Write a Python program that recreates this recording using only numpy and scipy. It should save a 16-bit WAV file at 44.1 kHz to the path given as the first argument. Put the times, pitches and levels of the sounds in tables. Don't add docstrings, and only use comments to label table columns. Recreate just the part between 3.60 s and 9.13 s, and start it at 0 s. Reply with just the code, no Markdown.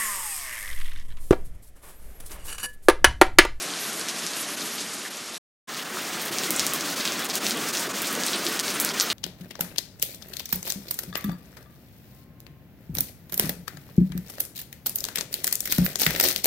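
import sys
import numpy as np
from scipy import signal
from scipy.fft import rfft, irfft, next_fast_len
from scipy.io import wavfile
from scipy.ndimage import uniform_filter1d

SR = 44100
rng = np.random.default_rng(int(sys.argv[2]) if len(sys.argv) > 2 else 0)


def unload_audio(sound):
    columns = np.transpose(np.atleast_2d(sound))
    steps = np.round(np.clip(columns, -1, 1) * 32767)
    wavfile.write(sys.argv[1], SR, steps.astype(np.int16))


N = 243873
TIME = np.arange(N) / SR
TOP_HZ = 15750


def wash(flow_db, drum_db, splash_db, hiss_db, flicker_db, splash_follows):
    # f/Hz, relative density/dB
    drumming = [(15, -44.5), (30, -52.5), (64, -35.5), (115, -17), (170, -6), (230, -4.5), (270, -5),
                (315, -6.5), (410, -5.5), (500, -9), (610, -9), (850, -22.5), (2000, -35.5)]
    splashing = [(200, -39.5), (480, -16.5), (600, -7), (740, -5.5), (880, -8.5), (1120, -4.5), (1480, -5),
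                 (1950, -6), (2500, -9), (3500, -10), (9000, -53)]
    hiss = [(500, -51), (1500, -15.5), (2400, 1), (3200, 1), (4300, 3.5), (5400, 4), (6700, 3.5),
            (7500, 0.5), (8600, 0.5), (12000, -5), (15500, -4.5)]
    out = np.zeros(N)
    for spectrum, level_db, wobble_db in (
            (drumming, drum_db + flow_db, 0.47 * walk(24)),
            (splashing, splash_db + splash_follows * flow_db, 0.45 * walk(25.05)),
            (hiss, hiss_db + flow_db, flicker_db * walk(40))):
        out += unit(colour(rng.standard_normal(N), spectrum)) * undb(level_db + wobble_db)
    return out


def close_drops():
    # t/s, smack level over 1 ms/dB, f/Hz, half-width/oct, spray re smack/dB, smack length/s
    drops = [(0.0236, -24.5, 8400, 1.1, 4, 0.0003), (0.1378, -28, 3640, 0.39, 1, 0.0003),
             (0.3312, -24.5, 8680, 1.1, 1, 0.0004), (0.4127, -27, 4600, 0.26, -2, 0.00064),
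             (0.4863, -22.5, 4200, 1.3, 6.5, 0.00037), (0.585, -31, 5530, 1.1, 9.5, 0.00034),
             (0.6409, -31, 4200, 0.8, -9, 0.0003), (0.666, -20.5, 5600, 0.79, 1, 0.00075),
             (0.7355, -25.5, 4520, 0.77, 1.0, 0.0003), (0.7684, -28.0, 6490, 0.64, 4, 0.00027),
             (0.8, -32.5, 9560, 0.32, 10, 0.0003), (1.0101, -29, 4220, 0.52, 7, 0.0003),
             (1.183, -29.5, 4520, 0.67, 6, 0.0003), (1.205, -28.5, 5200, 0.94, 9, 0.0003),
             (1.3342, -30.5, 8100, 1.0, 9, 0.0003), (1.452, -29, 1890, 0.39, 4, 0.001),
             (1.752, -32, 5850, 0.98, -4, 0.0003), (2.1466, -33, 4450, 1.0, 6.5, 0.00027),
             (2.1695, -31, 4930, 1.0, 7.5, 0.00027), (2.371, -32, 1380, 0.52, 10, 0.001),
             (2.418, -35, 12000, 0.35, 6, 0.0003), (2.6171, -28.5, 12000, 1.5, 9, 0.0003),
             (2.6542, -27, 12000, 1.1, 6.0, 0.0004), (2.684, -28, 3570, 1.0, -10, 0.00043),
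             (2.7856, -18, 5500, 0.52, -3, 0.0003), (2.836, -22.5, 4250, 1.0, 3.5, 0.00023),
             (2.9067, -11.5, 11300, 1.2, -3.5, 0.00039), (2.9635, -17, 7900, 0.36, -3, 0.00037),
             (2.9957, -11.5, 5250, 0.73, -1, 0.00011), (3.0667, -14.5, 7100, 0.77, -3, 0.00032),
             (3.1357, -16.5, 11000, 1.9, 1, 0.00055), (3.2095, -21.5, 5530, 0.65, -4, 0.0002),
             (3.3008, -27, 11830, 1.0, -3, 0.00034), (3.4, -25, 3850, 0.67, 7.5, 0.00024),
             (3.4538, -17.5, 3730, 0.83, 1, 0.00094), (3.4766, -18.5, 3900, 0.37, -1, 0.00086),
             (3.5219, -23, 5650, 0.48, -2.5, 0.0003), (3.5943, -25.5, 8300, 1.3, 3.5, 0.00033),
             (3.6467, -23, 12000, 1.1, -4, 0.00037), (3.6997, -22, 4650, 0.6, 5, 0.00044),
             (3.7554, -16, 7260, 1.1, -0.5, 0.00023), (3.8455, -23.0, 4250, 1.1, 4, 0.00043),
             (3.8671, -15, 4250, 0.59, -9, 0.00072), (3.8768, -34, 12000, 1.0, 8, 0.0003),
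             (3.8979, -23, 10470, 1.0, -3.5, 0.0003), (3.9092, -17.5, 4600, 0.81, 1, 0.0005),
             (3.9734, -27, 8470, 0.54, -10, 0.0003), (4.0885, -21.5, 6300, 0.83, 2, 0.00022),
             (4.1364, -24, 6240, 0.91, 1, 0.00024), (4.1519, -22.5, 3560, 1.0, 1, 0.0003),
             (4.1719, -21, 5300, 0.5, 2, 0.0004), (4.1964, -24.5, 8240, 0.8, 5, 0.00023),
             (4.4196, -20, 12000, 1.1, 0, 0.00027), (4.4705, -27, 6370, 0.9, 10, 0.0003),
             (4.5286, -21, 12000, 0.83, -4.5, 0.0003), (4.5527, -23, 6740, 0.64, -6.0, 0.0003),
             (4.6358, -18.5, 5050, 0.7, -2, 0.00027), (4.6653, -20.5, 7990, 0.61, 3, 0.0003),
             (4.683, -31.5, 4620, 0.42, 13.5, 0.00027), (4.7333, -19.5, 3430, 0.58, 5.5, 0.00064),
             (4.8485, -27, 10380, 0.35, 4, 0.00027), (4.8667, -16, 4100, 0.48, -2, 0.0005),
             (4.8873, -28, 12000, 0.5, 3.0, 0.0003), (4.9727, -29, 5550, 0.62, -4, 0.0003),
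             (4.9928, -18, 4690, 0.63, -9, 0.00044), (4.9978, -16, 5690, 1, 0, 0.00024),
             (5.0483, -30, 3260, 0.8, -6.5, 0.00042), (5.0812, -22, 4710, 0.37, -5.0, 0.0004),
             (5.1042, -24.0, 6040, 0.57, -6, 0.00026), (5.1413, -32, 9430, 0.33, 10, 0.0003),
             (5.2004, -12, 10900, 1, 1.5, 0.00043), (5.2489, -12.5, 10190, 0.82, -7, 0.00023),
             (5.2908, -20.5, 5200, 0.37, 1, 0.0003), (5.3998, -10.5, 5600, 0.49, -3, 0.00048),
             (5.4099, -12.5, 4640, 0.69, -3, 0.00027), (5.416, -28, 13000, 0.29, 12, 0.00016),
             (5.502, -15, 3630, 0.53, 2.5, 0.00046)]
    return impacts(drops, spray_rise_s=0.0006, spray_decay_s=0.021, grain=0.66)


def patter(flow_db, near_db, centre_hz, spray_db, longest_s, count):
    moment, place, pitch, width, softness = rng.random((count, 5)).T
    t_s = moment * N / SR
    distance_ratio = np.sqrt(1 + 20 * place)
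    level_db = np.interp(t_s, TIME, flow_db) + near_db - 20 * np.log10(distance_ratio)
    hz = centre_hz * 2 ** (2.1 * (pitch - .5))
    width_oct = 0.11 + 0.45 * width
    drops = np.column_stack([t_s, level_db, hz, width_oct, np.full(count, spray_db), longest_s * softness])
    return impacts(drops, spray_rise_s=0.001, spray_decay_s=0.025, grain=0.83)


def impacts(drops, spray_rise_s, spray_decay_s, grain):
    size, lead = 4096, 128
    t_s, level_db, hz, width_oct, spray_db, length_s = np.asarray(drops, float).T[:, :, None]
    f = np.maximum(np.fft.rfftfreq(size, 1 / SR), 1)
    band = np.exp(-.5 * (np.abs(np.log2(f / hz)) / width_oct) ** 1.83)
    age_s = (np.arange(size) - lead) / SR
    noise, roughness = rng.standard_normal((len(t_s), 2, size)).swapaxes(0, 1)
    power = band ** 2
    delay_s = length_s * (.5 - np.cumsum(power, axis=1) / power.sum(axis=1, keepdims=True))
    phase_turns = noise[:, :1] - np.cumsum(delay_s, axis=1) * SR / size
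    smack = np.roll(irfft(band * np.exp(2j * np.pi * phase_turns)), lead, axis=1)
    flight_s = 0.0014 + 7.7 / hz
    landing = np.clip((age_s - flight_s) / spray_rise_s, 0, 1) * np.exp(-age_s / spray_decay_s)
    splat = undb(5) * (age_s >= 0) * np.exp(-np.abs(age_s) / 0.00081)
    taper = 1 - (age_s / age_s[-1]) ** 2
    sizzle = (landing + splat) * taper * noise * np.exp(grain * roughness)
    spray = irfft(band ** 1.9 * rfft(sizzle))
    for part in (smack, spray):
        part /= np.sqrt((part ** 2).sum(axis=1, keepdims=True) / (SR / 1000))
    sounds = undb(level_db) * (smack + undb(spray_db) * spray)
    out = np.zeros(N + 2 * size)
    for start, sound in zip((t_s[:, 0] * SR).astype(int), sounds):
        out[start:start + size] += sound
    return out[lead:lead + N]


def fine_spray(flow_db, level_db, flicker_db):
    # f/Hz, relative density/dB
    spectrum = [(3000, -28), (6500, -16), (9000, -5), (12500, 2.5), (15500, 2)]
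    mist = unit(colour(rng.standard_normal(N), spectrum))
    return mist * undb(flow_db + level_db + flicker_db * walk(36))


def puddles(flow_db, level_db, centre_hz, spread_oct, t60_cycles, range_db, count):
    moment, strength, pitch = rng.random((count, 3)).T
    offset_oct = -spread_oct * np.log(-np.log(pitch))
    hz = np.minimum(centre_hz * 2 ** offset_oct, TOP_HZ)
    notes = np.column_stack([moment * N / SR, range_db * strength ** 2, hz, t60_cycles / hz])
    return unit(rings(notes, attack_s=0.00024)) * undb(flow_db + level_db)


def cover(flow_db, level_db, spread_db, detune, count):
    # f/Hz, t60/s, relative level/dB
    modes = [(197.8, 0.39, -4.5), (239.6, 0.22, -2.5), (311.8, 0.4, 0.5), (395, 0.051, -1),
             (587, 0.16, -10.5)]
    t_s = rng.random(count) * N / SR
    scatter = rng.standard_normal((count, len(modes), 2))
    out = np.zeros(N)
    for k, (hz, t60_s, db) in enumerate(modes):
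        strength, tuning = scatter[:, k].T
        tuned_hz = hz * np.exp(detune * tuning)
        notes = np.column_stack([t_s, spread_db * strength, tuned_hz, np.full(count, t60_s)])
        out += undb(db) * unit(rings(notes, attack_s=.002))
    return unit(hollow_band(out)) * undb(flow_db + level_db)


def low_swells(t60_s):
    # t/s, level/dB, f/Hz
    swells = [(0.513, -34, 215), (2.329, -30, 365), (2.699, -28.5, 346), (2.768, -31.5, 256),
              (2.888, -24, 316), (3.052, -28, 285), (3.231, -27, 294), (3.949, -28.5, 304.7),
              (4.531, -30, 209), (4.85, -27, 338), (5.221, -24.5, 249), (5.308, -29, 394)]
    return hollow_band(rings([(t_s, db, hz, t60_s) for t_s, db, hz in swells], attack_s=0.0095))


def bumps(hz, decay_s):
    # t/s, level/dB
    thuds = [(2.998, -45), (3.107, -51)]
    out = np.zeros(N)
    for t_s, db in thuds:
        age_s = np.maximum(TIME - t_s, 0)
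        out += undb(db) * np.sin(2 * np.pi * hz * age_s) * np.exp(-age_s / decay_s)
    return out


def dips(x, depth_db, half_length_s, above_hz):
    centres_s = [.962, 1.497, 2.241, 2.707, 3.354, 3.678, 3.727, 3.796, 4.121, 4.285, 4.329, 5.023, 5.329]
    bass = signal.sosfiltfilt(signal.butter(1, above_hz, fs=SR, output="sos"), x)
    dip = sum(np.exp(-((TIME - t_s) / half_length_s) ** 2) for t_s in centres_s)
    return bass + (x - bass) * undb(depth_db * dip)


def rings(notes, attack_s):
    out = np.zeros(N + SR)
    for t_s, db, hz, t60_s in notes:
        age_s = np.arange(int(min(t60_s, 1) * SR)) / SR
        start = int(t_s * SR)
        envelope = (1 - np.exp(-age_s / attack_s)) * np.exp(-np.log(1000) * age_s / t60_s)
        out[start:start + len(age_s)] += undb(db) * envelope * np.sin(2 * np.pi * hz * age_s)
    return out[:N]


def walk(rate_hz):
    hold = int(SR / rate_hz)
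    steps = rng.uniform(-1, 1, 1000)
    return unit(uniform_filter1d(steps[np.arange(N) // hold % len(steps)], hold))


def colour(x, points):
    hz, db = np.transpose(sorted(points))
    size = 2 * next_fast_len(N)
    f = np.maximum(np.fft.rfftfreq(size, 1 / SR), 1)
    gain = undb(np.interp(np.log(f), np.log(hz), db))
    return irfft(rfft(x, size) * gain)[:N]


def hollow_band(x):
    return signal.sosfilt(signal.butter(2, [140, 900], "bandpass", fs=SR, output="sos"), x)


def lowpass(x, hz):
    return signal.sosfiltfilt(signal.ellip(8, .05, 50, hz, fs=SR, output="sos"), x)


def undb(db):
    return 10 ** (np.asarray(db) / 20)


def unit(x):
    return x / np.sqrt(np.mean(x ** 2))


def scene():
    sink_from_s, gap_from_s, gap_to_s, swell_until_s = 0.99, 1.782, 2.073, 2.94
    sink_db_per_s, swell_db_per_s, settle_db_per_s, cover_db_per_s = -6, 6.5, -0.14, 1.3
    # f/Hz, gain/dB
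    late_treble = [(8000, 0), (9400, .5), (9650, -3), (10300, -1.5), (11500, 1), (13500, .5), (16000, 0)]
    sink_db = sink_db_per_s * np.maximum(TIME - sink_from_s, 0)
    past_crest_s = TIME - swell_until_s
    swell_db = np.where(past_crest_s < 0, swell_db_per_s, settle_db_per_s) * past_crest_s
    cover_db = swell_db + cover_db_per_s * past_crest_s
    close = close_drops()

    early = wash(sink_db, drum_db=-43, splash_db=-38, hiss_db=-34.5, flicker_db=0.87, splash_follows=1.03)
    early += fine_spray(sink_db, level_db=-39, flicker_db=5.5)
    early += cover(sink_db, level_db=-48, spread_db=4, detune=0.1202, count=250)
    early += puddles(sink_db, level_db=-49, centre_hz=1780, spread_oct=.7, t60_cycles=180,
                     range_db=6.5, count=700)
    early += patter(sink_db, near_db=-27.5, centre_hz=5300, spray_db=-1.5, longest_s=0.00071, count=800)
    early = lowpass(early + close, hz=12350)

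    late = wash(swell_db, drum_db=-38, splash_db=-34.5, hiss_db=-33, flicker_db=1.86, splash_follows=.7)
    late += cover(cover_db, level_db=-44, spread_db=5, detune=0.0913, count=200)
    late += low_swells(t60_s=0.18)
    late += puddles(swell_db, level_db=-40.5, centre_hz=1614, spread_oct=0.502, t60_cycles=300,
                    range_db=5.5, count=700)
    late += patter(swell_db, near_db=-28.5, centre_hz=5200, spray_db=4, longest_s=0.00084, count=850)
    late += bumps(hz=74.4, decay_s=0.026)
    late = colour(late + close, late_treble)

    fade_out = np.clip((gap_from_s - TIME) / .006, 0, 1)
    fade_in = np.clip((TIME - gap_to_s) / .018, 0, 1)
    rain = dips(early * fade_out + late * fade_in, depth_db=-10, half_length_s=.0075, above_hz=900)
    return np.tile(rain, (2, 1))


def record(dry):
    return lowpass(np.clip(dry, -1, 1), TOP_HZ)


dry = scene()
out = record(dry)
unload_audio(out)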